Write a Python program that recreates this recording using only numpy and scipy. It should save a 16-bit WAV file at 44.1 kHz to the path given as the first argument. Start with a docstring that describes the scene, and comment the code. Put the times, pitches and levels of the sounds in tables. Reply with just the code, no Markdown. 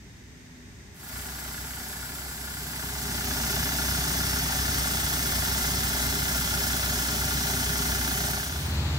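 """A trailer-mounted diesel flood pump runs on a lakeside road. Its exhaust drones at harmonics of the cycle
rate, combustion knocks ring the block, and a slower pump shaft clatters and puffs hissing air from a vent.
The scene opens with a far rumble across a park, which fades into the pump; the pump swells once and holds
while the microphone pans, then fades into a street where a car engine idles."""
import sys
import numpy as np
from scipy import signal
from scipy.fft import rfft, irfft, next_fast_len
from scipy.io import wavfile
from scipy.ndimage import map_coordinates

SR = 44100
rng = np.random.default_rng(int(sys.argv[2]) if len(sys.argv) > 2 else 0)


def store_pcm(level_fs):
    """Save levels as 16-bit WAV."""
    pcm = np.round(np.clip(level_fs, -1, 1) * 32767).astype(np.int16)
    wavfile.write(sys.argv[1], SR, np.atleast_2d(pcm).T)


N = 396018
TIME = np.arange(N) / SR

# interaural level difference of the pump: f/Hz, left minus right level/dB
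PUMP_BALANCE = [(60, 0.5), (110, -1), (200, 1.5), (700, 1), (1300, 2), (2400, 3.5), (4400, 0.5),
                (8100, -1.5), (15000, -3)]


def from_db(db):
    """Amplitude ratio of a level: a factor of ten per 20 dB."""
    return 10 ** (np.asarray(db) / 20)


def rms_one(x):
    """Normalisation to unit mean power."""
    return x / np.sqrt(np.mean(x ** 2) + 1e-20)


def ramp(start_s, end_s):
    """Linear rise from 0 to 1 between two times."""
    return np.clip((TIME - start_s) / (end_s - start_s), 0, 1)


def drift(rate_hz):
    """Slow random modulation: straight lines between Gaussian values of unit variance."""
    knots = rng.standard_normal(2000)
    return np.interp(TIME * rate_hz, np.arange(len(knots)), knots)


def at_bins(points, size):
    """Interpolation of a table over log frequency onto the bins of a spectrum."""
    hz, value = np.transpose(points)
    return np.interp(np.log(np.fft.rfftfreq(size, 1 / SR) + 1e-9), np.log(hz), value)


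def colour(x, spectrum):
    """Zero-phase filtering by a table of f/Hz, gain/dB."""
    size = next_fast_len(x.shape[-1], True)
    return irfft(rfft(x, size) * from_db(at_bins(spectrum, size)), size)[..., :x.shape[-1]]


def resonate(x, modes):
    """Modal superposition: damped resonators in parallel, alternating in sign; rms 1."""
    out = 0
    for k, (hz, width_hz, db) in enumerate(modes):
        r = np.exp(-np.pi * width_hz / SR)
        poles = [1, -2 * r * np.cos(2 * np.pi * hz / SR), r * r]
        out = out + (-1) ** k * from_db(db) * signal.lfilter([1 - r * r, 0, r * r - 1], poles, x)
    return rms_one(out)


def orders(cycles, table, waver):
    """Rotational orders: sines phase-locked to a shaft, each with random amplitude modulation."""
    out = 0
    for multiple, db in table:
        amplitude = np.sqrt(2) * from_db(db) * (1 + waver * drift(28))
        out = out + amplitude * np.sin(2 * np.pi * (multiple * cycles + rng.random()))
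    return out


def ambience(spectrum, coherence, balance):
    """Partially coherent noise at two ears, mixed from a common and an opposed part; rms 1."""
    size = next_fast_len(N, True)
    mid, side = rfft(rng.standard_normal((2, size))) * from_db(at_bins(spectrum, size))
    alike = at_bins(coherence, size)
    ears = np.sqrt(1 + alike) * mid + np.sqrt(1 - alike) * side * [[1], [-1]]
    ear_gains = from_db(at_bins(balance, size) * [[.5], [-.5]])
    return rms_one(irfft(ears * ear_gains, size)[:, :N])


def park():
    """Superposition of far machinery: rumble, thin whistles, an engine's throb and a passing hum."""
    # far rumble: f/Hz, relative level/dB
    rumble_spectrum = [(20, -22), (40, -9), (62, -1), (100, -2), (170, -5), (280, -10), (330, -13),
                       (410, -12), (470, -22), (900, -21), (1300, -28), (1800, -21), (2900, -29),
                       (5500, -26), (8000, -29), (10000, -43), (12000, -38), (15500, -43)]
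    # its likeness at the ears: f/Hz, coherence
    coherence = [(60, 0.8), (290, 0.94), (640, 0), (1400, 0), (15000, 0)]
    # machinery whistles: f/Hz, bandwidth/Hz, relative level/dB
    whistle_modes = [(1890, 570, 0.5), (3740, 87, -3), (4930, 55, -4), (5950, 88, -2), (6280, 110, -2),
                     (7000, 50, -4), (8200, 67, -4), (12800, 360, -16)]
    hum_hz, firing_hz = 248, 62.6
    hum = np.sqrt(2) * np.sin(2 * np.pi * np.cumsum(hum_hz + 3.1 * drift(13.3)) / SR)
    hum *= ramp(.15, .57) * (1 - ramp(.65, .73))
    throb = from_db(-4) * (1 + .34 * drift(6.1)) * np.sqrt(2) * np.sin(2 * np.pi * firing_hz * TIME)
    rumble = ambience(rumble_spectrum, coherence, balance=[(100, -.5), (5000, .4)])
    whistles = from_db(-8.5) * resonate(rng.standard_normal((2, N)), whistle_modes)
    return from_db(-49 + 1.5 * TIME) * (rumble + whistles + throb) + from_db(-53) * hum


def street():
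    """Periodic firing makes an idling car throb over the broadband noise of traffic."""
    # engine orders: multiple of the firing rate, level/dB relative to the traffic
    car_orders = [(.8, -18), (1, 3), (1.2, -2), (1.4, -6.5), (1.8, -4.5), (2, -8), (2.4, -13), (3, -24)]
    # traffic noise: f/Hz, relative level/dB
    traffic_spectrum = [(25, -22), (60, 4.5), (100, -4), (160, -6.5), (240, -4), (330, -9), (500, -15.5),
                        (750, -13), (1300, -15.5), (3000, -16.5), (4300, -14), (5500, -24.5), (7500, -24.5),
                        (9000, -35.5), (15000, -31)]
    # its likeness at the ears: f/Hz, correlation
    coherence = [(60, 0.99), (130, 0.99), (290, 0.94), (640, 0.85), (1410, 0.42), (3100, -0.74),
                 (6820, 0.15), (15000, 0.03)]
    # its direction: f/Hz, left minus right level/dB
    balance = [(60, 1), (110, -4), (200, 1), (380, 2), (700, 2), (1290, 3), (2380, 2.5), (4400, 2.5),
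               (8120, 10.5), (15000, 5)]
    firing_hz = 74.7
    firings = np.cumsum(firing_hz * (1 + .0019 * drift(16))) / SR
    car = orders(firings, car_orders, waver=.22)
    return from_db(-33) * (car + ambience(traffic_spectrum, coherence, balance))


def house_reflections(x, t60_s):
    """Reverberation: a short tail from the houses, different at each ear, lowers the coherence."""
    # likeness at the ears: f/Hz, coherence
    coherence = [(150, .998), (290, .985), (640, .93), (1400, .88), (2500, .6)]
    size, t = next_fast_len(N + SR, True), np.arange(SR // 2) / SR
    tail = rng.standard_normal((2, len(t))) * from_db(-60 * t / t60_s) * (t > .004)
    alike = at_bins(coherence, size)
    paths = np.sqrt(alike) + np.sqrt(1 - alike) * rfft(tail / np.linalg.norm(tail[0]), size)
    ear_gains = from_db(at_bins(PUMP_BALANCE, size) * [[.5], [-.5]])
    return irfft(rfft(x, size) * paths * ear_gains, size)[:, :N]


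def frame_echoes(air):
    """Interference with echoes in the trailer frame: a tinny grain that shifts as the microphone pans."""
    echo_gain, t60_s, change_s = from_db(-2.5), .066, 2.2
    t, pattern = np.arange(SR // 25) / SR, TIME / change_s
    out = 0
    for k in range(int(pattern[-1]) + 2):
        echoes = rng.standard_normal((2, len(t))) * from_db(-60 * t / t60_s) * (t > .001)
        share = np.cos(np.pi / 2 * np.clip(pattern - k, -1, 1))   # equal-power crossfade
        out = out + share * signal.oaconvolve(air, echoes / np.linalg.norm(echoes[0]), axes=1)[:, :N]
    return (air + echo_gain * out) / np.hypot(1, echo_gain)


def swell(subdued, full):
    """Raised-cosine passage from the subdued value to the full one as the pump swells."""
    progress = .5 - .5 * np.cos(np.pi * ramp(2.32, 3.65))
    return subdued + (full - subdued) * progress


def vent_hiss(pump):
    """Jet noise from the priming vent excites cavity resonances; the treble puffs once a turn."""
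    # air jet: f/Hz, relative level/dB
    jet_spectrum = [(700, -13.5), (1100, -11.5), (1500, -3.5), (2050, -6.5), (2650, -11.5), (3400, -8),
                    (4500, -8.5), (5800, -5.5), (7300, -5.5), (8200, -4.5), (9400, -12), (12000, -10.5),
                    (13400, -9), (15300, -10.5)]
    # its likeness at the ears: f/Hz, coherence
    coherence = [(1000, .8), (2500, .42), (5000, .74), (15000, .72)]
    # cavity whistles and high sizzle: f/Hz, bandwidth/Hz, relative level/dB
    whistle_modes = [(2700, 48, -11), (3510, 230, -7), (4005, 28, -2), (4350, 58, -3), (4530, 32, -1),
                     (4810, 68, -2), (5110, 30, 1), (5330, 150, 0), (5800, 90, 1.5), (6420, 100, 0)]
    sizzle_modes = [(7810, 33.4, -12), (8230, 29, 10), (8400, 69, -0.5), (9370, 56, 3), (10640, 44, 3),
                    (11130, 54, 6), (11500, 82, -1), (11630, 91, 3), (12300, 350, 3.5), (13000, 46, 2),
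                    (13900, 57, -4), (15050, 650, 2)]
    jet = from_db(-31.5) * ambience(jet_spectrum, coherence, PUMP_BALANCE)
    flow = ambience([(1000, 0), (15000, 0)], coherence, PUMP_BALANCE)   # white noise
    whistles = from_db(swell(-39.5, -38)) * resonate(flow, whistle_modes)
    sizzle = from_db(-37) * resonate(flow, sizzle_modes)
    air = frame_echoes(jet + whistles + sizzle)
    treble = colour(air, [(4000, -30), (6500, -9), (8500, 0)])
    puff = from_db(1.5 * np.cos(4 * np.pi * (pump - .335)) + .55 * drift(18))
    return (air + treble * (puff - 1)) * from_db(.29 * drift(14))


def hiss_at_ears(air):
    """Directivity: the swollen hiss peaks at one moment of the pan and weakens to either side."""
    # colour of the subdued hiss against the full one: f/Hz, gain/dB
    subdued_colour = [(1200, 1), (2200, 0.5), (3300, -6), (4700, 0), (6000, -6.5), (7800, 2.5), (9000, -7),
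                      (9800, 0.5), (12000, -1.5), (14000, -1), (15300, -3)]
    aim_s, falloff_db_per_s2, lag_ms = 5.62, .19, .182
    off_aim_db = swell(0, falloff_db_per_s2 * (TIME - aim_s) ** 2)
    left, right = from_db(swell(-6, 1.1) - off_aim_db) * swell(colour(air, subdued_colour), air)
    # the hiss reaches the left ear slightly later, by a constant lag, so it sits on the right
    return np.array([np.roll(left, round(lag_ms * SR / 1000)), right])


def strikes(cycles, phase, spread_db, jitter_s):
    """Impulse train: one click a cycle at the given phase, uneven in strength and time."""
    onsets = np.flatnonzero(np.diff(np.floor(cycles - phase)) > 0)
    timing, strength = rng.standard_normal((200, 2))[:len(onsets)].T
    onsets += (timing * jitter_s * SR).astype(int)
    clicks = np.zeros(N)
    clicks[np.clip(onsets, 0, N - 1)] = from_db(spread_db * strength)
    return clicks


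def rattle(power, t60_s):
    """Exponential decay of energy: every blow leaves a dying burst of noise."""
    retained = from_db(-60 / (t60_s * SR)) ** 2
    energy = signal.lfilter([1], [1, -retained], power + 1e-18)
    return np.sqrt(energy) * rng.standard_normal(N)


def diesel_knock(engine):
    """Impulse excitation: combustion knocks and the loose parts they shake ring the block's modes."""
    # knocks: phase/cycles, relative level/dB
    knocks = [(.07, 3), (.14, -9.5), (.23, -2.5), (.58, 0.5), (.64, 1.5), (.74, -12)]
    # engine block: f/Hz, bandwidth/Hz, relative level/dB
    block_modes = [(1149, 52, -9), (1427, 54, -1), (1637, 73, -4), (1739, 31, -2.5), (1995, 132, -8.5),
                   (3270, 1240, -14)]
    blows = sum(from_db(db) * strikes(engine, phase, spread_db=.6, jitter_s=.00015)
                for phase, db in knocks)
    loose_parts = from_db(-4) * rms_one(rattle(blows ** 2, t60_s=.037))
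    return from_db(-38) * resonate(rms_one(blows) + loose_parts, block_modes)


def casing_clatter(pump):
    """Impact sound: each contact rings the casing with its own impulse response, plus random rattle."""
    # pump contacts: phase/cycles, relative level/dB
    contacts = [(.01, -4.5), (0.119, -3), (0.428, -6.5), (.545, -3.5), (.62, -5.5)]
    # casing response: f/Hz, gain/dB
    casing_response = [(450, -42), (540, -14.5), (620, -1.5), (800, -4), (900, -1), (1000, -15),
                       (1250, -14.5), (2000, -21.5)]
    t60_s, t = .12, np.arange(SR // 10) / SR
    decay = from_db(-60 * t / t60_s)
    ring, power = 0, 0
    for phase, db in contacts:
        clicks = from_db(db) * strikes(pump, phase, spread_db=1.2, jitter_s=.00008)
        ring = ring + signal.oaconvolve(clicks, decay * rng.standard_normal(len(t)))[:N]
        power = power + clicks ** 2
    return from_db(-43.5) * rms_one(colour(ring + rattle(power, t60_s), casing_response))


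def drone(engine, pump):
    """Pulsating flow: exhaust and pump harmonics, with gas rumble and resonances that surge each turn."""
    # harmonics of each shaft: multiple of its cycle rate, relative level/dB
    exhaust_orders = [(2, -80), (4, -36), (6, -46.5), (8, -48), (9, -77.5), (10, -47.5), (12, -59),
                      (13, -62), (15, -77), (16, -51.5), (19, -58.5), (26, -45)]
    pump_orders = [(8, -48.5), (12, -46), (13, -49), (20, -50), (26, -55.5)]
    # exhaust gas: f/Hz, relative level/dB
    gas_spectrum = [(20, -26), (35, -14), (55, 4), (85, -1.5), (110, 1), (150, 0.5), (200, -0.5), (290, -1),
                    (320, -36), (420, -6.5), (480, -32.5), (800, -6.5), (1100, -19)]
    # fan hum (first row), muffler and pump pipe: f/Hz, bandwidth/Hz, relative level/dB
    fan_and_muffler_modes = [(165.8, 2.6, 3), (251.3, 18.4, -5.5), (373.7, 19.3, -6.5)]
    pipe_modes = [(403.5, 5.7, 0)]
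    tones = orders(engine, exhaust_orders, waver=.055) + orders(pump, pump_orders, waver=.06)
    tones = colour(tones, [(300, 0), (400, -10)])   # the muffler attenuates the high orders
    surge = from_db(2.7 * np.cos(4 * np.pi * (engine - .27)))
    stroke = from_db(2.8 * np.cos(4 * np.pi * (pump - .14)))
    rumble = from_db(-35.5) * rms_one(colour(rng.standard_normal(N), gas_spectrum)) * surge
    muffler = from_db(-45.5) * resonate(rng.standard_normal(N) * surge, fan_and_muffler_modes)
    pipe = from_db(-52) * resonate(rng.standard_normal(N), pipe_modes) * rms_one(stroke)
    return tones + rumble + muffler + pipe


def flood_pump():
    """Two shafts time the whole machine; an interaural delay places it to the right, across the road."""
    # shaft speeds, two turns to a cycle: t/s, engine cycle rate/Hz, pump cycle rate/Hz
    speeds = [(2.0, 15.598, 11.329), (3.7, 15.646, 11.382), (5.0, 15.597, 11.368), (6.3, 15.595, 11.364),
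              (7.6, 15.617, 11.35)]
    times, engine_hz, pump_hz = np.transpose(speeds)
    engine = np.cumsum(np.interp(TIME, times, engine_hz)) / SR   # phase/cycles
    pump = np.cumsum(np.interp(TIME, times, pump_hz)) / SR
    body = from_db(swell(-9.5, .08)) * drone(engine, pump)
    body += from_db(swell(-8, 2.5)) * (diesel_knock(engine) + casing_clatter(pump))
    left, right = house_reflections(body, t60_s=.15)
    # the left ear lags more as the microphone pans left and comes to rest
    lag_ms = .075 + .125 * ramp(1.47, 4.84)
    left = map_coordinates(left, [np.arange(N) - lag_ms * SR / 1000], order=5, mode="nearest")
    return np.array([left, right]) + hiss_at_ears(vent_hiss(pump))


def scene():
    """Linear crossfades lead from park to pump to street."""
    return (park() * (1 - ramp(.92, 1.2))
            + flood_pump() * ramp(.92, 1.16) * (1 - ramp(8.26, 8.86))
            + street() * ramp(8.39, 8.774))


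def record(dry):
    """Band limiting: an elliptic low-pass cuts the top steeply."""
    cutoff_hz = 15700
    return signal.sosfilt(signal.ellip(12, .1, 80, cutoff_hz, fs=SR, output="sos"), dry)


dry = scene()
out = record(dry)
store_pcm(out)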